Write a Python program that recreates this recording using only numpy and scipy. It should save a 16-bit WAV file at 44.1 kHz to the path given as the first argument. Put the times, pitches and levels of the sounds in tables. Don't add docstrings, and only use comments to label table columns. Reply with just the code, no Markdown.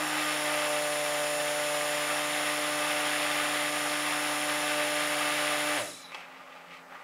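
import sys
import numpy as np
from scipy import signal
from scipy.fft import rfft, irfft, next_fast_len
from scipy.io import wavfile
from scipy.ndimage import map_coordinates

SR = 44100
rng = np.random.default_rng(int(sys.argv[2]) if len(sys.argv) > 2 else 0)


def waveform_to_disk(signal):
    frames = np.transpose(np.atleast_2d(signal))
    scaled = np.clip(frames, -1, 1) * 32767
    samples = np.round(scaled).astype(np.int16)
    wavfile.write(sys.argv[1], SR, samples)


N = 310287
TIME = np.arange(N) / SR
MAINS_HZ, CUTOFF_HZ = 60.02, 15650
SWITCH_OFF_S, DRAG_S, COAST_S = 5.762, .21, .53
LAP_GURGLE_DB, LAP_FIZZ_DB = -48.5, -61

# [freq_hz, density_db_per_hz]
ROOM_AIR_COLOUR = [(15, -54), (25, -32), (116, -17), (164, 8), (215, 4), (260, -2), (322, -3), (537, 12.5),
                   (1240, -20), (1530, -48), (2560, -19), (4620, -8), (15500, -19)]
# [freq_hz, level_db]
ROOM_HUM_TONES = [(172.3, -70), (263.8, -64), (7887, -82)]
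# [freq_hz, width_hz, lift_db]
BUCKET_MODES = [(579, 63, 8), (820, 79, 7), (1213, 93, 7.5), (2050, 210, 2.5), (2635, 50, 4.5)]
# [freq_hz, width_hz, lift_db]
GUARD_MODES = [(2310, 180, 6), (2560, 160, 8)]
# [freq_hz, width_hz, lift_db]
HOUSING_MODES = [(2330, 120, 13), (3920, 180, 13.5), (5460, 134, 8), (7030, 510, 10), (8740, 290, 10),
                 (9750, 350, 11.5), (10444, 140, 15.5), (14500, 220, 14.5)]
# [freq_hz, width_hz, lift_db]
SUPPORT_MODES = [(120, 13, 10.5), (304.2, 26, 13), (588.5, 49, 12)]
# [middle_s, length_s, relative_gurgle_db, relative_fizz_db]
STIR_STROKES = [(6.19, 0.12, -50, -49), (6.362, .15, -55, -54), (6.55, 0.15, -56, -53.5),
                (6.74, 0.09, -55, -47.5), (6.938, 0.066, -44.5, -52.5), (7.018, 0.063, -53, -56)]
# [freq_hz, density_db_per_hz]
FIZZ_COLOUR = [(700, -19), (1400, -19), (1900, 1), (2450, 1.5), (3000, -3), (4000, -11), (6000, -20.5),
               (9000, -28), (16000, -40)]
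# [middle_s, length_s, level_db]
GUARD_SCRAPE = (6.16, .1, -48)
# [start_s, relative_peak_db]
HEAD_KNOCKS = [(6.119, -37), (6.146, -28.5), (6.206, -42)]
# [middle_s, length_s, level_db]
BRUSH_SQUEAK = (6.058, .05, -49.5)
# [freq_hz, density_db_per_hz]
BRUSH_COLOUR = [(2500, -19), (4500, 2), (6600, 3), (7900, -5.5), (9700, 3), (10900, 5), (11400, -6),
                (12600, -2.5), (13500, -5), (15800, -24.5)]
# [freq_hz, relative_level_db]
WHINE_COLOUR = [(600, -40), (1700, -13), (3500, -3), (4400, -4), (5300, -0.5), (6200, 0), (7200, -2),
                (7900, 8), (8900, 0), (10200, 2.5), (11200, -3), (12500, -4), (15800, -13)]
# [time_s, relative_gurgle_db, relative_spray_db]
VORTEX_LEVELS = [(0.0, -32, -34), (0.05, -36, -39.5), (0.09, -37, -36), (0.26, -35.5, -34),
                 (0.42, -38.5, -34.5), (0.57, -35, -33.5), (0.93, -39, -36.5), (2.47, -37.5, -34.5),
                 (3.25, -36.5, -32.5), (3.41, -34, -32.5), (3.68, -38, -34), (4.32, -34.5, -34.5),
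                 (4.61, -37, -34), (5.33, -36.5, -32.5), (5.52, -36.5, -33), (5.75, -35, -33.5)]
# [freq_hz, density_db_per_hz]
GURGLE_COLOUR = [(40, -22), (150, -25.5), (320, -9), (470, -9), (700, -2), (1000, -1), (1400, -1),
                 (1900, -3), (3500, -35)]
# [freq_hz, density_db_per_hz]
SPRAY_COLOUR = [(700, -25), (1300, -9.5), (1750, 1), (2300, -2), (3400, -3.5), (4100, -9.5), (5200, -14.5),
                (6200, -27), (8000, -23), (16000, -30)]
# [time_s, turns_per_s]
ROTOR_SPEED = [(0, 152.1), (.45, 149.9), (.8, 148.7), (1.2, 148), (1.9, 148.1), (2.6, 149.1), (3.6, 148.6),
               (4.2, 149.1), (5.7, 148.8)]
# [time_s, relative_twice_per_turn_db, relative_four_per_turn_db]
BUCKET_SHAKE = [(0.0, -35, -34), (0.06, -41.5, -56), (0.17, -39, -48), (0.32, -42.5, -40.5),
                (0.86, -46, -34), (1.76, -46, -35), (2.4, -42, -40), (3.89, -41, -40), (4.0, -40.5, -44.5),
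                (4.47, -41, -43), (4.8, -41.5, -36), (5.03, -41, -40), (5.52, -42, -38), (5.75, -39, -40.5)]
# [multiple_of_turn, relative_level_db]
ROTOR_ORDERS = [(1, -56.5), (3, -52.5), (5, -47), (6, -48.5), (7, -52), (8, -45.5), (9, -56), (10, -47),
                (12, -65.5), (14, -61), (16, -69), (18, -54)]
# [multiple_of_turn, relative_level_db]
TORQUE_TONES = [(2, -62.5), (3, -56.5), (4, -53)]


def from_db(db):
    return 10 ** (np.asarray(db) / 20)


def rms_one(x):
    return x / np.sqrt(np.mean(x ** 2) + 1e-20)


def in_time(rows):
    time_s, *columns = np.transpose(rows)
    return [np.interp(TIME, time_s, column) for column in columns]


def swell(middle_s, length_s):
    return 2 ** -np.minimum((2 * (TIME - middle_s) / length_s) ** 2, 60)


def white():
    return rng.standard_normal(N)


def coloured(x, spectrum):
    table_hz, table_db = np.transpose(spectrum)
    size = next_fast_len(N)
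    bins_hz = np.maximum(np.arange(size // 2 + 1) * SR / size, 1)
    gain = from_db(np.interp(np.log(bins_hz), np.log(table_hz), table_db))
    return rms_one(irfft(rfft(x, size) * gain, size)[:N])


def drift(rate_hz):
    coarse_s = TIME[::32]
    points = rng.standard_normal(4096)
    smooth = map_coordinates(points, [coarse_s * 2 * rate_hz], order=3, mode="wrap")
    return np.interp(TIME, coarse_s, rms_one(smooth))


def grains(per_s, spread_db):
    sizes = from_db(spread_db * np.minimum(rng.exponential(1, N), 4)) * np.sign(white())
    return rms_one(sizes * (rng.random(N) < per_s / SR))


def resonance(x, hz, width_hz):
    radius = np.exp(-np.pi * width_hz / SR)
    zeros = np.array([1, 0, -1]) * (1 - radius * radius) / 2
    poles = [1, -2 * radius * np.cos(2 * np.pi * hz / SR), radius * radius]
    return signal.lfilter(zeros, poles, x + 1e-18)


def lifted(x, modes):
    return x + sum((from_db(lift_db) - 1) * resonance(x, hz, width_hz) for hz, width_hz, lift_db in modes)


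def bucket(x):
    return lifted(x, BUCKET_MODES)


def room(x, wet_db, t60_s):
    t = TIME[:SR // 2]
    tail = rng.standard_normal(len(t)) * from_db(-60 * t / t60_s)
    tail *= t > .003
    reflections = signal.fftconvolve(x, tail / np.linalg.norm(tail))[:N]
    return x + from_db(wet_db) * reflections


def background(air_db=-60):
    hum = np.zeros(N)
    for hz, db in ROOM_HUM_TONES:
        hum += np.sqrt(2) * from_db(db) * (1 + 0.17 * drift(5.7)) * np.sin(2 * np.pi * hz * TIME)
    return hum + from_db(air_db) * coloured(white(), ROOM_AIR_COLOUR)


def stirring(gurgle_db=-5.0, fizz_db=-3.0):
    gurgle_gain, fizz_gain = from_db(LAP_GURGLE_DB), from_db(LAP_FIZZ_DB)
    for middle_s, length_s, stroke_gurgle_db, stroke_fizz_db in STIR_STROKES:
        stroke = swell(middle_s, length_s)
        gurgle_gain = gurgle_gain + from_db(stroke_gurgle_db) * stroke
        fizz_gain = fizz_gain + from_db(stroke_fizz_db) * stroke
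    gurgle = rms_one(bucket(coloured(grains(2500, 2.0), GURGLE_COLOUR)))
    fizz = coloured(grains(3000, 1.7), FIZZ_COLOUR)
    batter = from_db(gurgle_db) * gurgle_gain * gurgle + from_db(fizz_db) * fizz_gain * fizz
    return batter * np.clip((TIME - SWITCH_OFF_S) / DRAG_S, 0, 1)


def scrape(slips_per_s=3000, spread_db=3.0):
    middle_s, length_s, level_db = GUARD_SCRAPE
    slips = grains(slips_per_s, spread_db)
    ringing = sum(from_db(db) * resonance(slips, hz, width_hz) for hz, width_hz, db in GUARD_MODES)
    return from_db(level_db) * swell(middle_s, length_s) * rms_one(ringing)


def knocks(level_db=-5.5, t60_s=0.048, low_hz=750, high_hz=3000, top_hz=4800):
    decay = np.zeros(N)
    for start_s, peak_db in HEAD_KNOCKS:
        age_s = TIME - start_s
        decay += from_db(peak_db - 60 * np.abs(age_s) / t60_s) * (age_s >= 0)
    band = signal.butter(1, [low_hz, high_hz], "band", fs=SR, output="sos")
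    top = signal.butter(2, top_hz, fs=SR, output="sos")
    noise = rms_one(signal.sosfilt(top, signal.sosfilt(band, white())))
    return from_db(level_db) * lifted(bucket(decay * noise), GUARD_MODES)


def mains_angle():
    return 2 * np.pi * MAINS_HZ * (TIME - SWITCH_OFF_S) + np.pi / 3


def rotation(ripple=0.029, skew=0.2, wander=0.00063):
    speed_turns_per_s, = in_time(ROTOR_SPEED)
    coasted_s = np.clip(TIME - SWITCH_OFF_S, 0, COAST_S)
    friction = np.exp(-COAST_S / DRAG_S)
    pace = np.maximum(np.exp(-coasted_s / DRAG_S) - friction, 0) / (1 - friction)
    mains = mains_angle()
    kick = (np.sin(mains) + skew * np.sin(2 * mains)) * (TIME < SWITCH_OFF_S)
    unevenness = 1 + ripple * kick + wander * drift(15)
    turns = np.cumsum(speed_turns_per_s * pace * unevenness) / SR
    return 2 * np.pi * turns, pace


def load(pace, knee, fade):
    return np.minimum(pace / knee, 1) ** fade


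def squeak(hz=3950, width_hz=190):
    middle_s, length_s, level_db = BRUSH_SQUEAK
    ringing = resonance(resonance(white(), hz, width_hz), hz, width_hz)
    return from_db(level_db) * swell(middle_s, length_s) * rms_one(ringing)


def brushes(pace, hiss_db=-43.0, pulse_depth=0.059, fade=1.2):
    pulse = 1 - pulse_depth * np.sin(mains_angle())
    return from_db(hiss_db) * coloured(white(), BRUSH_COLOUR) * pulse * pace ** fade


def commutator(angle, pace, whine_db=-42.0, uneven=0.61, rough=0.12, fade=0.087,
               soften_db=14, rolloff_db_per_octave=7, stall=.13, bars=12):
    bar_hz = bars * pace * ROTOR_SPEED[-1][1]
    colour_hz, colour_db = np.transpose(WHINE_COLOUR)
    whine = np.zeros(N)
    for k in range(1, 19):
        hz = k * bar_hz
        db = np.interp(hz, colour_hz, colour_db)
        db -= soften_db * (1 - pace) * hz / colour_hz[-1]
        db -= rolloff_db_per_octave * max(np.log2(k / 6), 0)
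        strength = 1 + uneven * np.cos(angle + rng.uniform(0, 2 * np.pi)) + rough * drift(130)
        whine += from_db(db) * strength * np.sin(k * bars * angle) * (hz < SR / 2)
    whine = rms_one(lifted(whine, HOUSING_MODES))
    return from_db(whine_db) * whine * pace ** fade * load(pace, knee=stall, fade=1.5)


def churning(angle, pace, gurgle_db=-2.5, spray_db=0., once=0.058, twice=0.089, throb=0.065,
             surge_db=0.74, gulp_db=1.06):
    gurgle_level_db, spray_level_db = in_time(VORTEX_LEVELS)
    mains = mains_angle()
    beat = 1 + once * np.cos(angle) + twice * np.cos(2 * angle)
    beat += throb * (np.sin(mains) + np.cos(angle - mains))
    gurgle = rms_one(bucket(coloured(grains(6500, 3.2) * beat, GURGLE_COLOUR)))
    spray = rms_one(bucket(coloured(grains(9000, 2.56) * beat, SPRAY_COLOUR)))
    liquid = from_db(gurgle_level_db + gurgle_db + gulp_db * drift(7)) * gurgle
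    liquid += from_db(spray_level_db + spray_db) * spray
    return liquid * from_db(surge_db * drift(16)) * load(pace, knee=0.91, fade=3.2)


def rotor(angle, pace, twice_db=-14.0, four_db=-11.0, flutter=0.036, throb=0.052, coupling=0.88):
    shake_twice_db, shake_four_db = in_time(BUCKET_SHAKE)
    hum = from_db(shake_twice_db + twice_db) * np.sin(2 * angle)
    hum += from_db(shake_four_db + four_db) * (1 + 0.08 * drift(13)) * np.sin(4 * angle)
    for multiple, db in ROTOR_ORDERS:
        own_angle = angle * multiple + rng.uniform(0, 2 * np.pi)
        level_db = db + coupling * (shake_four_db - np.mean(shake_four_db)) * (multiple == 3)
        steady = (1 + flutter * multiple * drift(7)) * np.sin(own_angle)
        unsteady = flutter * multiple * drift(14) * np.cos(own_angle)
        hum += from_db(level_db) * (steady + unsteady)
    hum = lifted(hum * load(pace, knee=0.89, fade=3.0), SUPPORT_MODES)
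    mains = mains_angle()
    side = throb * hum * np.sin(mains)
    side += sum(from_db(db) * np.sin(k * angle + mains) for k, db in TORQUE_TONES)
    return np.sqrt(2) * (hum + side * (TIME < SWITCH_OFF_S))


def scene():
    angle, pace = rotation()
    mono = room(rotor(angle, pace), wet_db=-14, t60_s=0.64)
    motor = commutator(angle, pace) + brushes(pace) + squeak()
    mono += room(motor, wet_db=-7, t60_s=0.19)
    inside_bucket = churning(angle, pace) + stirring() + scrape() + knocks()
    mono += room(inside_bucket, wet_db=-10.0, t60_s=0.37)
    mono += background()
    return np.array([mono, mono])


def record(dry):
    low_pass = signal.ellip(12, .1, 80, CUTOFF_HZ, fs=SR, output="sos")
    return signal.sosfilt(low_pass, dry)


dry = scene()
out = record(dry)
waveform_to_disk(out)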